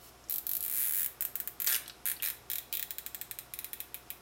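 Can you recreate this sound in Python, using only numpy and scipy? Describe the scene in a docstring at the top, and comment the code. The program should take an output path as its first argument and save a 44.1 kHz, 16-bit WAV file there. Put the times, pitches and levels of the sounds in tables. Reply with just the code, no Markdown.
"""Tightening a zip tie

A nylon zip tie is pulled tight round a bicycle frame in a small workshop, heard from close by.
The pawl snaps over each tooth: short runs and a long rasp while the loop is slack, one hard yank,
then single clicks. Each snap excites the modes of pawl and strap, which shift as the strap slides,
and the tightening loop couples it into the frame. Room air and mains hum lie underneath."""
import sys
import numpy as np
from scipy import signal
from scipy.fft import rfft, irfft, next_fast_len
from scipy.io import wavfile
from scipy.ndimage import uniform_filter1d, map_coordinates

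SR = 44100
rng = np.random.default_rng(int(sys.argv[2]) if len(sys.argv) > 2 else 0)


def unload_audio(sound):
    """Save the sound as a 16-bit wav file, at the path given as the first command line argument."""
    columns = np.transpose(np.atleast_2d(sound))
    # keep every value between -1 and 1, then stretch to whole-number steps
    steps = np.round(np.clip(columns, -1, 1) * 32767)
    wavfile.write(sys.argv[1], SR, steps.astype(np.int16))


N = 186013


def amp(db):
    return 10 ** (np.asarray(db) / 20)


def unit_rms(x):
    return x / np.sqrt(np.mean(x ** 2) + 1e-20)


def along(points, hz):
    """Interpolation on a logarithmic frequency axis."""
    f, values = np.transpose(points)
    return np.interp(np.log(hz + 1), np.log(f + 1), values)


def at(rows, times):
    """Linear interpolation of each column in time."""
    s, *columns = np.transpose(rows)
    return [np.interp(times, s, column) for column in columns]


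def filtered(x, response):
    """Filtering as multiplication of the spectrum by a frequency response."""
    size = next_fast_len(N + SR // 2)
    return irfft(rfft(x, size) * response(np.fft.rfftfreq(size, 1 / SR)), size)[:N]


def resonance(hz, centre, width):
    """Power response of a steep-sided resonance, 6 dB down at centre +/- width."""
    return 1 / (1 + ((hz - centre) / width) ** 2) ** 2


def radiation(hz, corner_hz):
    """Radiation efficiency: a small body radiates little power below a corner frequency."""
    return hz ** 6 / (hz ** 6 + corner_hz ** 6)


def dispersion(hz, travel):
    """Bending waves are dispersive: the low frequencies of a click arrive last."""
    delay = travel * np.sqrt(1000 / (hz + 2500))
    lag = delay - np.interp(14000, hz, delay)
    return np.exp(-2j * np.pi * np.cumsum(lag) * hz[1])


def minimum_phase(power):
    """Causality: each power spectrum gets the phase that makes it ring after the blow."""
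    cepstrum = irfft(np.log(power + 1e-9) / 2)
    half = cepstrum.shape[-1] // 2
    cepstrum[:, 1:half] *= 2
    cepstrum[:, half + 1:] = 0
    return np.exp(rfft(cepstrum))


def scaled(spectra, band, db):
    """Normalisation of each spectrum to a mean level in a band."""
    return spectra * amp(db) / np.sqrt(np.mean(abs(spectra[:, band]) ** 2, axis=1, keepdims=True))


def placed(times, shapes, jitter_s=.00007):
    """Superposition of short sounds at slightly jittered start times."""
    times = times + jitter_s * rng.standard_normal(times.shape)
    index = np.round(times * SR).astype(int) + np.arange(shapes.shape[1])
    return np.bincount(index.ravel(), shapes.ravel(), N)[:N]


# Spectrum of the room air: (frequency [Hz], relative spectral density [dB])
AIR_SPECTRUM = [(15, -52), (25, -8), (92, -3.5), (476, -4.5), (734, -5.5), (1290, -7.5), (1440, -6),
                (1610, -12), (2110, -12.5), (4740, -17), (5280, -12.5), (5730, -17), (8830, -19),
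                (12900, -18.5), (16000, -29)]
# Partials of the hum: (frequency [Hz], level [dB])
HUM_PARTIALS = [(59, -68), (120, -71.5), (335, -75.5), (383, -73), (717, -70), (1132, -76)]
def air_and_hum(air_db=-58.0, waver_rad=0.096, knots=30):
    """Stationary noise of the air, plus tones of mains equipment under slow phase modulation."""
    t = np.arange(N) / SR
    air = unit_rms(filtered(rng.standard_normal(N), lambda hz: amp(along(AIR_SPECTRUM, hz))))
    hum = 0
    for hz, db in HUM_PARTIALS:
        phase = 2 * np.pi * (hz * t + rng.random())
        drift = map_coordinates(rng.standard_normal(knots), [np.linspace(0, knots - 1, N)])
        hum += amp(db) * np.sqrt(2) * np.sin(phase + waver_rad * drift)
    return amp(air_db) * air + hum


# Decay of the workshop: (frequency [Hz], reverberation time [s])
REVERB_TIMES = [(500, 0.84), (2000, 0.41), (6000, 0.31), (12000, 0.28), (16000, 0.2)]
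def diffuse_response(near_db=-5.5, near_t60=0.043, near_rise_s=.002, room_db=-7.5, room_rise_s=0.005):
    """Diffuse fields decay exponentially: quick scatter off the bicycle, then the room's longer tail."""
    hz, t, noise = signal.stft(rng.standard_normal(SR // 2), SR, nperseg=256)
    decay = amp(-60 * t / along(REVERB_TIMES, hz)[:, None])
    room = signal.istft(noise * decay, SR, nperseg=256)[1]
    t = np.arange(len(room)) / SR
    room *= 1 - np.exp(-t / room_rise_s)
    near = rng.standard_normal(len(t)) * amp(-60 * t / near_t60) * (1 - np.exp(-t / near_rise_s))
    return amp(room_db) * room / np.linalg.norm(room) + amp(near_db) * near / np.linalg.norm(near)


# Echoes from the wheel, frame and arms: (delay [s], gain [dB])
REFLECTIONS = [(.0007, -12), (.0013, -17), (.0024, -20), (.0037, -15), (.0048, -19), (.0064, -17),
               (.0106, -20), (.0142, -26), (.0212, -25)]
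def workshop(x, segments=15):
    """Fixed early reflections plus short reverberation, its tail drawn afresh for each segment."""
    segment = np.arange(N) * segments // N
    wet = sum(amp(db) * np.pad(x, (round(delay * SR), 0))[:N] for delay, db in REFLECTIONS)
    for k in range(segments):
        wet += signal.fftconvolve(x * (segment == k), diffuse_response())[:N]
    return wet


# Envelope of the fingers running along the tail: (time [s], level [dB])
RUB_ENVELOPE = [(0, -61.5), (.05, -54), (.095, -58), (.125, -84), (.2, -90)]
def fingers():
    """Friction noise: skin brushes the ribbed tail of the tie in uneven grains."""
    colour = [(800, -41), (2400, -11), (4500, -6.0), (9000, -8.5), (14000, -4.5)]  # (Hz, dB)
    grains = rng.standard_normal(N) * amp(6.3 * rng.standard_normal(N))
    rub = filtered(grains, lambda hz: amp(along(colour, hz)))
    return unit_rms(rub) * amp(at(RUB_ENVELOPE, np.arange(N) / SR)[0])


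# The loop slips and seats on the frame: (time [s], relative level [dB], centre frequency [Hz])
LOOP_SLIPS = [(0.241, -28, 6100), (.287, -23, 7140), (1.6718, -2, 9500), (1.6746, -1, 5300),
              (1.7, -10, 4370), (1.7261, -2, 5500), (1.745, -2.5, 4000), (1.752, -5, 4260),
              (1.8595, -19, 3700), (1.8794, -17, 10800), (1.879, -19.5, 3800), (1.897, -11.5, 3800),
              (2.165, -20, 3940), (2.1996, -15.5, 2580), (2.2317, -9.5, 2390), (2.2607, -12, 5170),
              (2.7266, -11, 3470), (2.739, -14, 3480)]
def slips(size=512, lead_s=0.001014, grit_db=-15, grit_t60=0.017, gain_db=-2):
    """Stick-slip motion: each jerk of the loop is a dull, gritty tick that also shoves the frame."""
    s, db, centre = np.transpose(LOOP_SLIPS)[:, :, None]
    width = 0.73 * centre * 2 ** (db / 14)  # a slip 14 dB harder is twice as broad
    hz = np.fft.rfftfreq(size, 1 / SR)
    t = (np.arange(size) - round(lead_s * SR)) / SR
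    grit = rng.standard_normal((len(s), size)) * amp(grit_db - 60 * abs(t) / grit_t60)
    force = rfft((t == 0) + grit) * dispersion(hz, travel=0.00484)
    tick = resonance(hz, centre, width) * radiation(hz, corner_hz=1080)
    thud = amp(-13) ** 2 * resonance(hz, centre=485, width=290)
    spectra = force * minimum_phase(tick + thud)
    band = (hz > 2000) & (hz < 9000)
    return placed(s - lead_s, irfft(scaled(spectra, band, db + gain_db)))


# Modes of the frame and fittings: (frequency [Hz], width before damping factor [Hz], relative level [dB])
FRAME_MODES = [(850, 300, -15), (1550, 150, -7), (1850, 150, -1), (2400, 160, -1), (3380, 140, 0),
               (3930, 150, 2.5), (5150, 260, -7), (5950, 230, -9), (7100, 250, -5)]
# Passband of the loop: (time [s], centre frequency [Hz], roll-off [dB/octave])
LOOP_COUPLING = [(.57, 5400, 5.5), (.66, 1950, 7), (1.25, 1790, 7.5), (2.06, 1740, 7.5), (2.3, 1960, 2.5),
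                 (2.52, 3340, 3), (2.74, 3370, 18), (2.82, 2900, 4), (2.91, 3300, 4.5), (3.08, 2700, 6),
                 (3.7, 2550, 8), (4.1, 2750, 21)]
def frame_power(hz, s, damping):
    """Mechanical coupling: the loop passes a band to the frame's modes, depending on where it sits."""
    centre, roll_off = at(LOOP_COUPLING, s)
    modes = sum(amp(db) ** 2 * resonance(hz, f, damping * width) for f, width, db in FRAME_MODES)
    coupling = amp(-roll_off * abs(np.log2((hz + 1) / centre))) ** 2
    return modes * coupling * radiation(hz, corner_hz=620)


# Bending modes of the strap, moving with the grip:
# (time [s], low mode [Hz], middle mode [Hz], level of low mode re middle [dB])
STRAP_MODES = [(.56, 12000, 12800, -1), (.66, 9500, 12500, -5.5), (.79, 10000, 12600, -2.5),
               (.87, 11000, 13500, -3), (1.06, 10700, 12800, -12), (1.22, 9000, 12700, -10.5),
               (1.6, 8700, 12700, -19), (1.72, 9150, 11550, -2.5), (2.1, 9650, 11850, -2),
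               (2.75, 10100, 13800, -15), (3.15, 7730, 12700, -5), (3.55, 9900, 11950, -2.5),
               (4.1, 10200, 13100, -9.5)]
# Modes of the pawl in its head: (frequency [Hz], width [Hz], relative level [dB])
PAWL_MODES = [(7800, 1300, -15), (10600, 1800, -12), (12450, 600, -4.5), (14000, 1500, -5.5),
              (15450, 500, -2.5)]
def nylon_power(hz, s, snap_db, grip, broadening, dulling=0.22):
    """Modal summation: three shifting strap modes and the fixed pawl modes add in power."""
    low, middle, low_db = at(STRAP_MODES, s)
    low, middle = grip * low, grip * middle
    modes = [(low, 700, low_db), (middle, 480, 0), (1.13 * middle, 520, -1)] + list(PAWL_MODES)
    power = sum(amp(db) ** 2 * resonance(hz, f, broadening * width) for f, width, db in modes)
    tilt_db = dulling * snap_db * np.log2((hz + 1) / middle)  # a softer snap has less treble
    return power * radiation(hz, corner_hz=4400) * amp(tilt_db) ** 2


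# Short pulls: (start [s], end [s], teeth [count], last gap over first gap [ratio], relative level [dB])
SHORT_PULLS = [(.2972, .383, 6, 1.9, -3.7), (.4675, .568, 6, .62, -2.8), (1.2083, 1.251, 3, 1.93, -1.7),
               (1.602, 1.645, 3, 1.47, -3.7), (1.665, 1.7625, 14, 1.27, -3), (2.056, 2.116, 6, 2, -3.4),
               (2.2245, 2.301, 8, 2, -5.3), (2.501, 2.584, 5, 1.89, -5.3), (2.7277, 2.827, 6, 2.93, -5)]
# The long rasp, drawn in three surges: (time [s], tooth rate [1/s])
RASP_RATE = [(.6075, 31), (.642, 100), (.676, 47), (.781, 125), (.799, 166), (.818, 145), (.912, 65),
             (.969, 111), (1.07, 51)]
# One tooth at a time: (time [s], relative level [dB])
SINGLE_CLICKS = [(1.3561, -2.5), (1.4016, -3.5), (1.475, -4), (2.9076, -6), (2.9838, -7), (3.0638, -7.5),
                 (3.147, -8), (3.2137, -7.5), (3.3125, -8), (3.388, -8.5), (3.5377, -8.5), (3.5899, -7.5),
                 (3.6447, -8), (3.7322, -7.5), (3.8034, -6.5), (3.9444, -8), (4.1032, -7.5)]
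def teeth(rasp_start_db=-6.5, rasp_end_db=-2.5, jitter_s=.0003):
    """An impulse train: the time and level of each tooth, spaced by the speed of the strap."""
    rows = list(SINGLE_CLICKS)
    for start, end, count, slowing, db in SHORT_PULLS:
        gaps = slowing ** np.linspace(0, 1, round(count) - 1)
        run = np.cumsum(np.r_[0, gaps])
        rows += [(s, db) for s in start + (end - start) * run / run[-1]]
    t = np.arange(RASP_RATE[0][0], RASP_RATE[-1][0], 1 / SR)
    passed = np.cumsum(at(RASP_RATE, t)[0]) / SR
    drops = np.interp(np.arange(passed[-1]), passed, t)
    rows += zip(drops, np.linspace(rasp_start_db, rasp_end_db, len(drops)))  # the hand pulls harder
    s, db = np.transpose(sorted(rows))[:, :, None]
    return s + jitter_s * rng.standard_normal(s.shape), db


# The yank takes up the slack: (time [s], tension [0 slack to 1 taut])
LOOP_TENSION = [(.3, 0.13), (1.06, 0.06), (1.65, 0.3), (1.7, 0.81), (2.08, 0.58), (2.25, 0.86), (4.1, 0.85)]
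def tooth_impacts():
    """Tension governs coupling: a taut loop knocks the frame harder and damps it less."""
    s, db = teeth()
    scatter = rng.standard_normal((len(s), 3)).T[:, :, None]  # no two teeth are alike
    tension = at(LOOP_TENSION, s)[0]
    snap_db = db - 0.12 * scatter[0]
    knock_db = db + np.interp(tension, [0, 1], [-15.5, -5]) + 0.3 * scatter[1]
    damping = np.interp(tension, [0, 1], [4.9, 1.36])  # factor on the frame's mode widths
    grip = 1 + .012 * scatter[2]  # factor on the strap's mode frequencies
    return s, snap_db, knock_db, damping, grip


def pawl_force(t, hz, grit, count, scrape_db=-25, chatter_db=-22, chatter_t60=0.0085):
    """Impulsive excitation, one spectrum a tooth: a scrape over the crest, the snap, then chatter."""
    noise = rng.standard_normal((count, len(t)))
    texture = unit_rms(uniform_filter1d(noise, size=4, axis=0))  # alike on neighbouring teeth
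    envelope = np.where(t < 0, amp(scrape_db), amp(chatter_db - 60 * abs(t) / chatter_t60))
    return rfft((t == 0) + grit * envelope * texture) * dispersion(hz, travel=0.00293)


def ratchet(impacts, broadening, grit, snap_gain_db, knock_gain_db, size=512, lead_s=0.0005):
    """Source and filter: the pawl's force rings the nylon as a snap and the frame as a knock."""
    s, snap_db, knock_db, damping, grip = impacts
    hz = np.fft.rfftfreq(size, 1 / SR)
    t = (np.arange(size) - round(lead_s * SR)) / SR
    force = pawl_force(t, hz, grit, count=len(s))
    nylon = minimum_phase(nylon_power(hz, s, snap_db, grip, broadening))
    frame = minimum_phase(frame_power(hz, s, damping))
    snaps = scaled(force * nylon, band=(hz > 7000) & (hz < 15700), db=snap_db + snap_gain_db)
    knocks = scaled(force * frame, band=(hz > 1200) & (hz < 7000), db=knock_db + knock_gain_db)
    return placed(s - lead_s, irfft(snaps + knocks))


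def scene():
    """Directivity: one side of the tie is heard directly; the room gets the smoother sum of all sides."""
    impacts = tooth_impacts()
    handling = slips() + fingers()
    direct = ratchet(impacts, broadening=1, grit=.6, snap_gain_db=-0.15, knock_gain_db=-2.0)
    all_round = ratchet(impacts, broadening=1.3, grit=0, snap_gain_db=1.1, knock_gain_db=0.33)
    return (direct + handling + workshop(all_round + handling) + air_and_hum())[None]


def record(dry, cutoff_hz=15900):
    """Band limiting by a very steep low-pass filter."""
    return np.array([filtered(x, lambda hz: 1 / np.sqrt(1 + (hz / cutoff_hz) ** 260)) for x in dry])


dry = scene()
out = record(dry)
unload_audio(out)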